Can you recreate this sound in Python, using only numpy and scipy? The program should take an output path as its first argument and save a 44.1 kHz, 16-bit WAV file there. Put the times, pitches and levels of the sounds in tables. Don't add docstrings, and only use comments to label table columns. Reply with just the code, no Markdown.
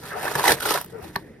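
import sys
import numpy as np
from scipy import signal
from scipy.fft import rfft, irfft, next_fast_len
from scipy.io import wavfile
from scipy.ndimage import uniform_filter1d, map_coordinates

SR = 44100
rng = np.random.default_rng(int(sys.argv[2]) if len(sys.argv) > 2 else 0)


def volts_from_decibels(level):
    exponent = np.asarray(level, float) / 20
    return 10 ** exponent


def store_wav(level_fs):
    pcm = np.round(np.clip(np.atleast_2d(level_fs), -1, 1) * 32767)
    wavfile.write(sys.argv[1], SR, pcm.T.astype(np.int16))


N = 61739
TOP_HZ = 15900

# f/Hz, level per Hz/dB
AIR_SPECTRUM = [(30, -6.5), (136, -2), (211, -5), (296, -3), (497, -6.5), (1100, -39.5), (1900, -17.5),
                (2500, -32.5), (15000, -47.5)]
# f/Hz, T60/s
ROOM_DECAY = [(150, 0.25), (1000, 0.13), (12000, 0.063)]
# f/Hz, phase/rad
PORT_LEAD = [(0, 0), (1460, .2), (2500, 1.1), (3500, .6), (4310, 3.8), (5250, 6.5), (6300, 8.2),
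             (7200, 9.45), (8200, 10.9), (9600, 12.5), (12300, 12.65), (13500, 14.2), (15000, 15.6),
             (16400, 15.8)]
# f/Hz, share/1
PORT_COHERENCE = [(60, .96), (200, .93), (700, .5), (1500, .8), (4000, .45), (7200, .7), (9000, .9),
                  (10000, .98), (12000, .96)]
# f/Hz, level/dB
PORT_TILT = [(60, -1), (500, 1), (900, 0), (1500, -2.7), (5000, -3), (9000, 0)]

# f/Hz, level per Hz/dB
HANDLING_SPECTRUM = [(30, -48), (70, 0.5), (150, 6), (260, -7), (400, -42)]
# t/s, duration/s, f/Hz, level/dB, relative pitch gain/1
CREAKS = [
    (.12, .042, 1260, -31, .08),
    (.15, .048, 690, -29, .06),
    (.178, .03, 1290, -35, .04),
    (.922, .06, 415, -35, .2),
    (.965, .045, 470, -38, -.15),
    (.995, .055, 620, -43, .3),
    (1.035, .05, 400, -41, -.25),
]
# t/s, level/dB, f/Hz, T60/s
THUMPS = [
    (0.357, -22.5, 140.5, 0.097),
    (0.501, -19.5, 82.4, 0.058),
    (0.531, -27, 139, 0.11),
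    (0.71, -33, 118, 0.091),
    (1.026, -32.5, 82, 0.16),
]
# t/s, level/dB, f/Hz, T60/s
SNAP_MODES = [
    (1.1572, -13, 1890, 0.0093),
    (1.1604, -15, 1720, 0.013),
    (1.161, -19, 1117, 0.034),
    (1.162, -11, 922, 0.014),
    (1.161, -13.5, 4200, 0.0064),
    (1.164, -29, 393, 0.074),
    (1.164, -16.5, 146, 0.022),
]
# t/s, level/dB
SNAP_CRACKS = [
    (1.1572, -34),
    (1.1608, -24),
]

# t/s, level/dB
TICKS = [
    (.0384, -44),
    (.8004, -35),
    (.8125, -22),
    (.8254, -38),
    (.845, -33),
    (.8604, -41),
    (1.0271, -44),
]
# f/Hz, level per Hz/dB
TICK_SPECTRUM = [(1500, -4.5), (3500, -14.5), (9000, -12), (14000, -3.5), (16800, -1.5)]
# t/s, level/dB
ZIPS = [(0.162, -61), (0.174, -49), (0.189, -42), (0.198, -41.5), (0.201, -43), (.212, -41), (.222, -35),
        (.2285, -32), (.238, -37), (0.2445, -32.5), (0.2524, -29.5), (.5665, -48), (0.5765, -39.5),
        (.586, -46), (.602, -40), (0.606, -23.5), (0.62, -33), (0.625, -25.5), (.639, -28.5)]
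# f/Hz, level per Hz/dB
ZIP_SPECTRUM = [(3000, 2), (6500, -20), (8500, 2), (12500, 0.5), (15500, -3)]

# f/Hz, bandwidth/Hz, level/dB
PANEL_MODES = [(305.3, 21, -2.5), (426, 140, 0), (805, 302, 0.5), (1420, 460, -2), (1823, 294, 0),
               (2115, 264, -4), (2574, 260, -4.5)]
# f/Hz, level per Hz/dB
FIBRE_SPECTRUM = [(1200, -8), (2300, -4), (4000, 1.5), (6000, -4), (9500, -4.5), (12000, -4.5),
                  (14200, -3.5), (15900, -7.5)]
# t/s, force level/dB, tearing over force/dB
GRIP = [
    (0, -52.5, -0.5),
    (0.04, -41.5, -4.5),
    (.09, -41, -4),
    (0.112, -34.5, -12),
    (0.156, -32.5, -17),
]
# t/s, force level/dB, tearing over force/dB
FIRST_PULL = [
    (0.189, -35.5, -7),
    (.26, -31, -6.5),
    (.34, -33.5, -5.5),
    (.4, -29, -5),
    (0.436, -27.5, -6),
    (0.444, -24, -2),
    (.5, -21.5, -3),
    (0.528, -26.5, 2.5),
    (0.561, -39, -5),
]
# t/s, force level/dB, tearing over force/dB
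SECOND_PULL = [
    (.595, -37.5, -4.5),
    (0.608, -43.5, 2.5),
    (.665, -26, -2),
    (.7, -31.5, 2),
    (0.759, -27, -5),
    (0.799, -42.5, 1),
    (0.876, -58, -1.5),
]
# t/s, force level/dB, tearing over force/dB
RUB = [
    (.92, -61.5, 2.5),
    (.95, -52.5, -12),
    (1.008, -46, -13),
    (1.042, -42, -4),
    (1.131, -51.5, -6.5),
    (1.19, -56.5, 0),
    (1.24, -54.5, -11),
    (1.31, -59.5, -14),
    (1.4, -58, -39),
]
# t/s, peak level/dB, crack over peak/dB
JERKS = [(.242, -20, -8), (.253, -11, -28), (0.278, -19.5, -7), (0.312, -14, -12.5), (.352, -10, -8.5),
         (0.393, -17.5, -3.5), (0.403, -20, -8), (0.44, -13, -8), (0.451, -13.5, -9), (0.479, -9, 0),
         (0.493, -13, -3.5), (0.498, -13, -10), (0.505, -3.5, -14), (0.518, -6.5, -2.5), (0.601, -20.5, -5),
         (0.627, -19, -6.5), (0.653, -16.5, -4), (0.705, -10.5, -2), (.716, -16.5, -6), (0.738, -15, 0.5),
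         (.756, -11, -15), (.774, -17, -6)]
# peak t/s, level/dB, f/Hz
PANEL_RINGS = [(.233, -28, 775), (.2345, -33, 424), (.244, -25, 782), (.2454, -25.5, 412),
               (.254, -24.5, 678), (.2684, -22.5, 910), (.2724, -24, 1540), (.2744, -28, 358),
               (.28, -25, 1203), (.281, -21, 1690), (.3173, -24.5, 890), (.3552, -18, 1668),
               (.3567, -17.5, 990), (.3622, -22.5, 466), (.3702, -25.5, 870), (.388, -19.5, 857),
               (.3966, -18.5, 1023), (.3966, -20, 1680), (.406, -20.5, 973), (.4235, -27.5, 1006),
               (.442, -12, 963), (.453, -20, 896), (.455, -19, 1975), (.4644, -12, 838),
               (.4664, -23.5, 504), (.474, -19.5, 760), (.48, -9, 2000), (.4804, -13.5, 855),
               (.4894, -13.5, 438), (.4924, -12.5, 1790), (.4944, -16, 906), (.495, -20, 446),
               (.5004, -16.5, 1684), (.5078, -13.5, 1663), (.5108, -15, 430), (.5123, -21.5, 865),
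               (.5198, -16, 1830), (.5218, -14.5, 450),
               (.6056, -35.5, 850), (0.6084, -26, 1470), (0.6197, -28, 1400), (0.629, -22.5, 1424),
                (.657, -22.5, 813), (0.659, -19.5, 1421), (.6635, -24.5, 525), (0.6819, -24.5, 530),
                (.6844, -24.5, 1236), (0.6982, -24.5, 1360), (0.7089, -17.5, 858), (0.712, -16, 418),
                (0.716, -17.5, 1263), (.72, -26.5, 983), (.7413, -37.5, 577), (0.7443, -36, 1330),
                (0.745, -23.5, 996), (.7508, -24.5, 954), (.7508, -21, 613), (0.7591, -21, 1394),
                (0.7748, -26.5, 1670), (0.7757, -23.5, 1116), (0.7829, -25.5, 987), (0.816, -34, 980)]


def unit(x):
    return x / np.sqrt(np.mean(x ** 2) + 1e-20)


def noise():
    return rng.standard_normal(N)


def along(points, hz):
    f, value = np.transpose(points)
    return np.interp(np.log(hz + 1), np.log(f + 1), value)


def wobble(rate):
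    return map_coordinates(rng.standard_normal(size=1024), [np.arange(N) * rate / SR])


def filtered(x, response):
    m = next_fast_len(N + SR // 4)
    hz = np.fft.rfftfreq(m, 1 / SR)
    return irfft(rfft(x, m) * response(hz), m)[..., :N]


def coloured(x, spectrum, top_hz=SR):
    return filtered(x, lambda hz: volts_from_decibels(along(spectrum, hz)) * (hz < top_hz))


def patchy(x, depth_db):
    z = signal.stft(x, nperseg=256)[2]
    field = uniform_filter1d(rng.standard_normal(z.shape), size=3, axis=0)
    field = uniform_filter1d(field, size=8, axis=1)
    return signal.istft(z * volts_from_decibels(depth_db * unit(field)), nperseg=256)[1][:N]


def event_time():
    return np.arange(SR // 5) / SR


def decay_db(t, hold_s, t60):
    return -60 * np.maximum(t - hold_s, 0) / t60


def add(track, s, sound):
    k = round(s * SR)
    track[k:k + len(sound)] += sound[:len(track) - k]


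def air():
    hiss = unit(patchy(coloured(noise(), AIR_SPECTRUM, TOP_HZ), depth_db=1.5))
    return volts_from_decibels(-46 + wobble(20.5)) * hiss


def room(x):
    hz, t, z = signal.stft(rng.standard_normal(SR // 4), SR, nperseg=256)
    fading = volts_from_decibels(-60 * t / along(ROOM_DECAY, hz)[:, None])
    tail = signal.istft(z * fading, SR, nperseg=256)[1]
    delayed = np.pad(x, (150, 0))
    return signal.fftconvolve(delayed, tail / np.linalg.norm(tail))[:N]


def scattered(x):
    z = signal.stft(x, nperseg=128)[2]
    random_phase = np.exp(2j * np.pi * rng.random(z.shape))
    return 1.3 * signal.istft(z * random_phase, nperseg=128)[1][:N]


def ports(x, other):
    def shares(hz):
        angle = np.arccos(np.clip(along(PORT_COHERENCE, hz), -1, 1)) / 2
        return np.array([np.cos(angle), np.sin(angle)])

    f, lead = np.transpose(PORT_LEAD)
    sign = np.array([[.5], [-.5]])

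    def difference(hz):
        return volts_from_decibels(sign * along(PORT_TILT, hz)) * np.exp(1j * sign * np.interp(hz, f, lead))

    mid, side = filtered(np.array([x, other]), shares)
    return filtered(np.array([mid + side, mid - side]), difference)


def pull_levels():
    s, force_db, over_db = np.transpose(GRIP + FIRST_PULL + SECOND_PULL + RUB)
    t = np.arange(N) / SR
    return np.interp(t, s, force_db), np.interp(t, s, force_db + over_db)


def handling(force_db):
    shift = unit(coloured(noise(), HANDLING_SPECTRUM))
    return volts_from_decibels(-47.5 + 0.34 * (force_db + 30) + wobble(11.0)) * shift


def creaks():
    out = np.zeros(N)
    for s, length, hz, db, rise in CREAKS:
        n = round(length * SR)
        rate = hz * (1 + rise * np.arange(n) / n)
        scatter = .045 * rng.standard_normal(n)
        phase = np.cumsum(2 * np.pi * rate / SR + scatter)
        tone = np.sin(phase) + volts_from_decibels(-18) * np.sin(2 * phase) + volts_from_decibels(-12) * np.sin(3 * phase)
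        roughness = 1 + .4 * np.tanh(wobble(150)[:n])
        add(out, s, volts_from_decibels(db) * np.hanning(n) ** .4 * roughness * tone)
    dull_hz = 1600
    return filtered(out, lambda hz: 1 / np.hypot(1, (hz / dull_hz) ** 3))


def struck_modes(modes):
    t = event_time()
    out = np.zeros(N)
    for s, db, hz, t60 in modes:
        onset = 1 - np.exp(-t * hz / 0.23)
        add(out, s, volts_from_decibels(db - 60 * t / t60) * onset * np.sin(2 * np.pi * hz * t))
    return out


def bursts(events, hold_s, t60):
    t = event_time()
    out = np.zeros(N)
    for s, db in events:
        add(out, s, volts_from_decibels(db + decay_db(t, hold_s, t60)))
    return out


def thumps():
    return struck_modes(THUMPS)


def snap():
    cracks = bursts(SNAP_CRACKS, hold_s=.001, t60=.005)
    return struck_modes(SNAP_MODES) + cracks * unit(coloured(noise(), TICK_SPECTRUM))


def single_fibres():
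    ticks = bursts(TICKS, hold_s=.003, t60=.006)
    zips = bursts(ZIPS, hold_s=.001, t60=0.0049)
    bright = unit(coloured(noise(), TICK_SPECTRUM))
    thin = unit(coloured(noise(), ZIP_SPECTRUM, TOP_HZ))
    return ticks * bright + zips * thin


def fibre(x):
    return coloured(x, FIBRE_SPECTRUM, TOP_HZ)


def panels(x):
    def box(f):
        modes = 0
        for k, (centre, width, db) in enumerate(PANEL_MODES):
            damping = 1j * f * width
            modes = modes + (-1) ** k * volts_from_decibels(db) * damping / (centre * centre - f * f + damping)
        return modes / (1 + 1j * (f / 2140) ** 3)

    return unit(filtered(x, box))


def slips(per_s, spread_db, hiss):
    chance, size = rng.random((2, N))
    height = volts_from_decibels(-spread_db * np.log(size + 1e-9))
    breaks = (chance < per_s / SR) * height * rng.choice([-1, 1], N)
    return unit(unit(breaks) + hiss * noise())


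def tearing(force_db, tear_db):
    clump_db = 1.6 * wobble(120)
    walls = unit(patchy(panels(slips(2000, 1.5, hiss=.7)), depth_db=2.5))
    fizz = unit(patchy(fibre(slips(6000, 2.2, hiss=0.98)), depth_db=1.5))
    wall_gain = volts_from_decibels(force_db - 0.5 + clump_db)
    fizz_gain = volts_from_decibels(tear_db + 1 + 1.2 * clump_db + 1.02 * wobble(400))
    return wall_gain * walls + fizz_gain * fizz


def flute_rings():
    rise_s, t60 = 0.003037, 0.028
    t = event_time()
    rise = np.sin(np.pi / 2 * np.minimum(t / rise_s, 1)) ** 2
    swell = rise * volts_from_decibels(decay_db(t, rise_s, t60))
    out = np.zeros(N)
    for s, db, hz in PANEL_RINGS:
        drift = np.cumsum(.04 * rng.standard_normal(len(t)))
        ring = swell * np.sin(2 * np.pi * hz * t + drift)
        add(out, s - rise_s, volts_from_decibels(db + 0.62) * ring)
    return out


def flute_cracks():
    hold_s, rattle_t60, crack_t60 = 0.0023, 0.035, 0.029
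    t = event_time()
    rattle_shape = (1 - np.exp(-t / 0.00069)) * volts_from_decibels(decay_db(t, hold_s, rattle_t60))
    crack_shape = (1 - np.exp(-t / 0.0014)) * volts_from_decibels(decay_db(t, hold_s, crack_t60))
    rattle, crack = np.zeros((2, N))
    for s, db, over_db in JERKS:
        add(rattle, s, volts_from_decibels(db - 12.5) * rattle_shape)
        add(crack, s, volts_from_decibels(db + over_db - 4) * crack_shape)
    return rattle * panels(noise()) + crack * unit(fibre(noise()))


def scene():
    force_db, tear_db = pull_levels()
    creak = creaks()
    box = handling(force_db) + creak + thumps() + snap() + single_fibres()
    box = box + tearing(force_db, tear_db) + flute_rings() + flute_cracks()
    room_gain = volts_from_decibels(-14)
    common = box + room_gain * room(box) + air()
    wide_creak = volts_from_decibels(4.5) * creak
    diffuse = scattered(box) + wide_creak + room_gain * room(box) + air()
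    return ports(common, diffuse)


def band_limit(x):
    return signal.sosfilt(signal.butter(12, 16810, fs=SR, output="sos"), x)


def record(dry):
    mix = filtered(dry, lambda hz: (hz < 16800) * hz / np.hypot(hz, 50))
    return band_limit(mix)


dry = scene()
out = record(dry)
store_wav(out)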